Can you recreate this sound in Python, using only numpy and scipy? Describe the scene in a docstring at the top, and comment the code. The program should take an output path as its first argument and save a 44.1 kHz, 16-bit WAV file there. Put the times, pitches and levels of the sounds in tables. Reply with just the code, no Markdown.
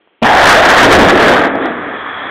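"""A quarry shot goes off in open air: a cracking pressure front, a howl of venting gas, the roar of bursting rock.
Cracks and vent are shaped noise, the thump and pitched thuds damped sines, rock and stone showers of random blows.
Heavy blocks tumble after it, and as the roar dies, loose stone keeps rattling down the face.
A deep rumble, a hollow drone and faint outdoor air, all noise-like, lie underneath at the one microphone.
A small narrow-band recorder is driven far into clipping for the first second and more."""
import sys
import numpy as np
from scipy import signal
from scipy.fft import rfft, irfft, next_fast_len
from scipy.io import wavfile
from scipy.ndimage import map_coordinates

SR = 44100
rng = np.random.default_rng(int(sys.argv[2]) if len(sys.argv) > 2 else 0)


def inscribe(sig):
    """Save sig as 16-bit PCM at rate SR to the path in sys.argv[1].

    A 1-D sig is mono; a 2-D sig holds one channel per row.
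    Samples are clipped to [-1, 1] before scaling.
    """
    pcm = np.round(np.clip(np.atleast_2d(sig).T, -1, 1) * 32767)
    wavfile.write(sys.argv[1], SR, pcm.astype(np.int16))


N = 101430


def amp(db):
    """Decibels to gain."""
    return 10 ** (np.asarray(db) / 20)


def unit(x):
    """Scale to rms 1."""
    return x / np.sqrt(np.mean(x ** 2) + 1e-20)


def clock():
    """The time of each sample in seconds."""
    return np.arange(N) / SR


def noise():
    """White noise for the whole scene."""
    return rng.standard_normal(N)


def level(rows):
    """Gain per sample from rows of seconds and dB, silent before the first."""
    s, db = np.transpose(rows)
    return amp(np.interp(clock(), s, db)) * (clock() >= s[0])


def decay(age, t60_s):
    """Exponential fade that loses 60 dB in t60_s seconds."""
    return np.exp(-np.log(1000) * age / t60_s)


def filtered(x, gain):
    """Minimum-phase, hence causal, filter with the given gain as a function of frequency."""
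    size = 2 * next_fast_len(N)
    hz = np.fft.rfftfreq(size, 1 / SR)
    cepstrum = irfft(np.log(np.maximum(gain(hz), 1e-6)))
    # Folding the cepstrum onto positive time gives the minimum phase
    cepstrum[1:size // 2] *= 2
    cepstrum[size // 2 + 1:] = 0
    response = np.exp(rfft(cepstrum))
    return irfft(rfft(x, size) * response)[:N]


def coloured(x, points):
    """x filtered to a colour drawn through (Hz, dB) points on a log frequency axis, at rms 1."""
    f, db = np.transpose(points)
    return unit(filtered(x, lambda hz: amp(np.interp(np.log(hz + 1), np.log(f), db))))


def resonant(x, centre_hz, width_hz):
    """x through one resonance, at half amplitude width_hz / 2 either side of its centre, at rms 1."""
    return unit(filtered(x, lambda hz: 1 / (1 + (2 * (hz - centre_hz) / width_hz) ** 2)))


def impacts(per_s, scatter_db):
    """A shower of blows at random times with random signs and sizes."""
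    hit = rng.random(N) < per_s / SR
    sign = rng.choice([-1, 1], N)
    size_db = scatter_db * np.clip(noise(), -2, 2)
    return hit * sign * amp(size_db)


def wobble(per_s):
    """A smooth random curve with the given number of knots a second."""
    return map_coordinates(rng.standard_normal(400), [clock() * per_s], mode="wrap")


# Sharp reports as the front arrives at the microphone. Each row: start in seconds, peak level in dB.
CRACKS = [(0.2174, -16.5), (0.2266, -2.5), (0.2304, -3)]
# Colour of a report. Each row: frequency in Hz, gain in dB.
CRACK_COLOUR = [(60, -8.5), (250, -4.5), (700, -1), (1700, -16.5), (2600, -7), (3500, -7.5), (4300, -41.5)]
CRACK_T60_S = 0.045
THUMP_S, THUMP_HZ, THUMP_DB = 0.2205, 234, 2  # level before the rise and decay
THUMP_RISE_S, THUMP_T60_S = 0.0062, 0.088


def front():
    """The pressure front: a few cracks of decaying noise and a low, quickly damped sine thump."""
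    age = np.maximum(clock() - THUMP_S, 0)
    envelope = (1 - np.exp(-age / THUMP_RISE_S)) * decay(age, THUMP_T60_S)
    out = -amp(THUMP_DB) * envelope * np.sin(2 * np.pi * THUMP_HZ * age)
    for s, db in CRACKS:
        age = clock() - s
        burst = noise() * (age > 0) * decay(abs(age), CRACK_T60_S)
        crack = coloured(burst, CRACK_COLOUR)
        out = out + amp(db) * crack / abs(crack).max()
    return out


VENT_S, VENT_RISE_S, VENT_HOLD_S = 0.238, 0.006, 0.39  # hold counts from the start
VENT_DB, VENT_FALL_DB_PER_S = -7, 28.5
VENT_HZ, VENT_LATE_HZ, VENT_WIDTH_HZ, VENT_SAG_S = 774, 681, 263, 0.329


def venting():
    """Gas howls out of the holes; its resonance sags as the pressure falls, by fading between two bands."""
    age = clock() - VENT_S
    sag = np.clip(age / VENT_SAG_S, 0, 1) ** 2
    early = resonant(noise(), VENT_HZ, VENT_WIDTH_HZ)
    late = resonant(noise(), VENT_LATE_HZ, VENT_WIDTH_HZ)
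    rise = np.clip(age / VENT_RISE_S, 0, 1)
    fall_db = VENT_FALL_DB_PER_S * np.maximum(age - VENT_HOLD_S, 0)
    howl = np.sqrt(1 - sag) * early + np.sqrt(sag) * late
    return rise * amp(VENT_DB - fall_db) * howl


# Surges of the bursting rock. Each row: time in seconds, level in dB.
ROAR = [(.222, -22.5), (.25, -8.5), (.32, -8), (.41, -5.5), (.5, 1), (.61, -7.5), (.655, -4), (.68, -6.5),
        (.703, -1), (.73, -5.5), (.78, -2), (.85, -1), (.89, -9.5), (.925, 1.5), (.98, -8.5), (1.005, -3),
        (1.07, -9), (1.1, -1.5), (1.125, -12), (1.19, -9), (1.22, -6.5), (1.32, -7.5), (1.4, -13),
        (1.47, -16.5), (1.53, -33), (1.65, -22.5), (1.76, -32)]
# Colour of the roar. Each row: frequency in Hz, gain in dB.
ROAR_COLOUR = [(60, -29), (350, -8), (600, -5.5), (900, 1.5), (1200, 0.5), (1400, 2), (1750, 3.5),
               (2100, -4), (2650, -11.5), (3300, -9.5), (3800, -15.5), (4300, -29.5)]


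def bursting_rock():
    """Thousands of fractures a second merge into a surging roar."""
    return level(ROAR) * coloured(impacts(per_s=4000, scatter_db=1.5), ROAR_COLOUR)


# Swell and fading of the tumbling blocks. Each row: time in seconds, level in dB.
BLOCKS = [(.222, -14), (.3, -13), (.4, -18), (.51, -12), (.58, -17), (.77, -10.5), (.87, -4), (1.02, -0.5),
          (1.08, -8), (1.14, -6), (1.2, -8.5), (1.26, -7), (1.35, -7), (1.45, -12), (1.53, -20),
          (1.57, -15), (1.6, -20.5), (1.65, -16), (1.71, -19), (1.76, -26), (1.88, -24.5), (2.1, -35.5),
          (2.3, -32)]
# Dull colour of their knocks. Each row: frequency in Hz, gain in dB.
BLOCK_COLOUR = [(20, -35), (60, -19.5), (140, -13), (200, -4), (275, 2.5), (350, 0), (480, 1), (720, -0.5),
                (1000, -11.5), (2000, -21), (4000, -63.5)]


def blocks():
    """Tumbling blocks knock dully against each other."""
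    return level(BLOCKS) * coloured(impacts(per_s=1100, scatter_db=1), BLOCK_COLOUR)


# Low thuds and higher, pitched knocks of landing blocks within the rumble, all with one rise and decay. # Each
# row: start in seconds, pitch in Hz, level in dB before rise and decay.
PITCHED_THUDS = [(.43, 85, -21.5), (0.521, 89, -25), (.82, 112, -10), (0.851, 336, -3.5), (.87, 74, -14),
                 (0.93, 81.5, -6), (0.998, 90, -9), (1.002, 235, -3), (1.062, 188, -2.5), (1.118, 364, 0.5),
                 (1.258, 500, -0.5), (1.299, 352, -1), (1.4, 308, -7.5)]
THUD_RISE_S, THUD_T60_S = 0.008, 0.14


def pitched_thuds():
    """Low thuds and higher, pitched knocks of landing blocks within the rumble, each a soft-edged, damped sine."""
    out = np.zeros(N)
    phases = rng.uniform(0, 2 * np.pi, len(PITCHED_THUDS))
    for (s, hz, db), phase in zip(PITCHED_THUDS, phases):
        age = np.maximum(clock() - s, 0)
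        envelope = (1 - np.exp(-age / THUD_RISE_S)) * decay(age, THUD_T60_S)
        out += amp(db) * envelope * np.sin(2 * np.pi * hz * age + phase)
    return out


# Loose stone on the face. Each row: time in seconds, level in dB.
SLIDE = [(1.2, -14), (1.5, -19.5), (1.65, -22), (1.8, -24.5), (2, -24.5), (2.3, -22.5)]
# Colour of the rattling stone. Each row: frequency in Hz, gain in dB.
SLIDE_COLOUR = [(30, -34.5), (130, -23), (280, -6), (480, -7.5), (700, -3), (950, -3), (1230, 3),
                (1430, -1.5), (1750, 2.5), (2050, -5.5), (2400, -9), (2850, -22.5), (3350, -16.5),
                (3700, -30), (4300, -48)]
# Hiss of fine grit, before its flutter. Each row: time in seconds, level in dB.
GRIT = [(1.5, -56), (1.63, -35.5), (1.72, -47), (1.96, -44), (1.995, -33), (2.04, -40), (2.14, -36),
        (2.3, -37)]
GRIT_HZ, GRIT_WIDTH_HZ, GRIT_FLUTTER_DB = 3345, 270, 1


def slide():
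    """Loose stone rattles down the face as a shower of blows, with a thin, fluttering noise hiss of grit."""
    stones = level(SLIDE) * coloured(impacts(per_s=3500, scatter_db=3), SLIDE_COLOUR)
    flutter = amp(GRIT_FLUTTER_DB * wobble(per_s=12))
    grit = level(GRIT) * flutter * resonant(noise(), GRIT_HZ, GRIT_WIDTH_HZ)
    return stones + grit


# Deep colour of the ground rumble. Each row: frequency in Hz, gain in dB.
GROUND_COLOUR = [(15, -21), (40, -8.5), (85, 4.5), (140, 5), (260, -17), (600, -34.5)]
GROUND_PEAK_S, GROUND_DB, GROUND_TAIL_DB = 0.99, -20.5, -48
GROUND_RISE_DB_PER_S, GROUND_FALL_DB_PER_S = 26, 39.5


def ground():
    """A deep rumble, a shower of dull blows, swells to one peak, then fades to a low murmur."""
    age = clock() - GROUND_PEAK_S
    swell_db = GROUND_DB + np.minimum(GROUND_RISE_DB_PER_S * age, -GROUND_FALL_DB_PER_S * age)
    envelope = np.hypot(amp(swell_db), amp(GROUND_TAIL_DB)) * (clock() > THUMP_S)
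    return envelope * coloured(impacts(per_s=550, scatter_db=1.5), GROUND_COLOUR)


DRONE_HZ, DRONE_WIDTH_HZ = 284, 76
DRONE_PEAK_S, DRONE_DB, DRONE_SLOPE_DB_PER_S = 1.623, -22, 41.5


def drone():
    """A hollow low resonance in noise rises out of the rumble as the roar dies, then sinks again."""
    db = DRONE_DB - DRONE_SLOPE_DB_PER_S * abs(clock() - DRONE_PEAK_S)
    return amp(db) * (clock() > THUMP_S) * resonant(noise(), DRONE_HZ, DRONE_WIDTH_HZ)


# Colour of the outdoor air. Each row: frequency in Hz, gain in dB.
AIR_COLOUR = [(30, -29), (140, -18), (330, 0.5), (700, -7.5), (1300, -9), (2400, -10.5), (3300, -10),
              (3700, -25.5), (4300, -29)]
# Colour of the tick near the microphone. Each row: frequency in Hz, gain in dB.
TICK_COLOUR = [(80, -18), (300, 0), (1000, 0), (1500, -12), (2300, -16), (4000, -35)]
AIR_DB, TICK_S, TICK_DB = -57, 0.0748, -37.5  # air level is rms, tick level is peak


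def quiet():
    """Faint outdoor air as steady noise, and one small tick, a filtered click, near the microphone."""
    air = coloured(noise(), AIR_COLOUR)
    click = 1.0 * (np.arange(N) == round(TICK_S * SR))
    tick = coloured(click, TICK_COLOUR)
    return amp(AIR_DB) * air + amp(TICK_DB) * tick / abs(tick).max()


def scene():
    """Everything reaches one microphone."""
    blast = front() + venting() + bursting_rock()
    rubble = blocks() + pitched_thuds() + slide()
    background = ground() + drone() + quiet()
    return (blast + rubble + background)[None]


BAND_HZ, BAND_STEEP = 4100, 26  # upper band edge and filter order
CLIP_LEVEL, CLIP_HARDNESS = 0.69, 29.4  # ceiling, and sharpness of the bend into it
TOP_HZ = 15900


def record(dry):
    """The recorder passes a narrow band, then clips; the clipping makes the treble above that band."""
    narrow = filtered(dry[0], lambda hz: 1 / np.sqrt(1 + (hz / BAND_HZ) ** (2 * BAND_STEEP)))
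    overload = abs(narrow / CLIP_LEVEL) ** CLIP_HARDNESS
    clipped = narrow / (0.5 + overload) ** (1 / CLIP_HARDNESS)
    low_pass = signal.firwin(301, TOP_HZ, window="blackman", fs=SR)
    return signal.fftconvolve(clipped, low_pass, mode="same")[None]


dry = scene()
out = record(dry)
inscribe(out)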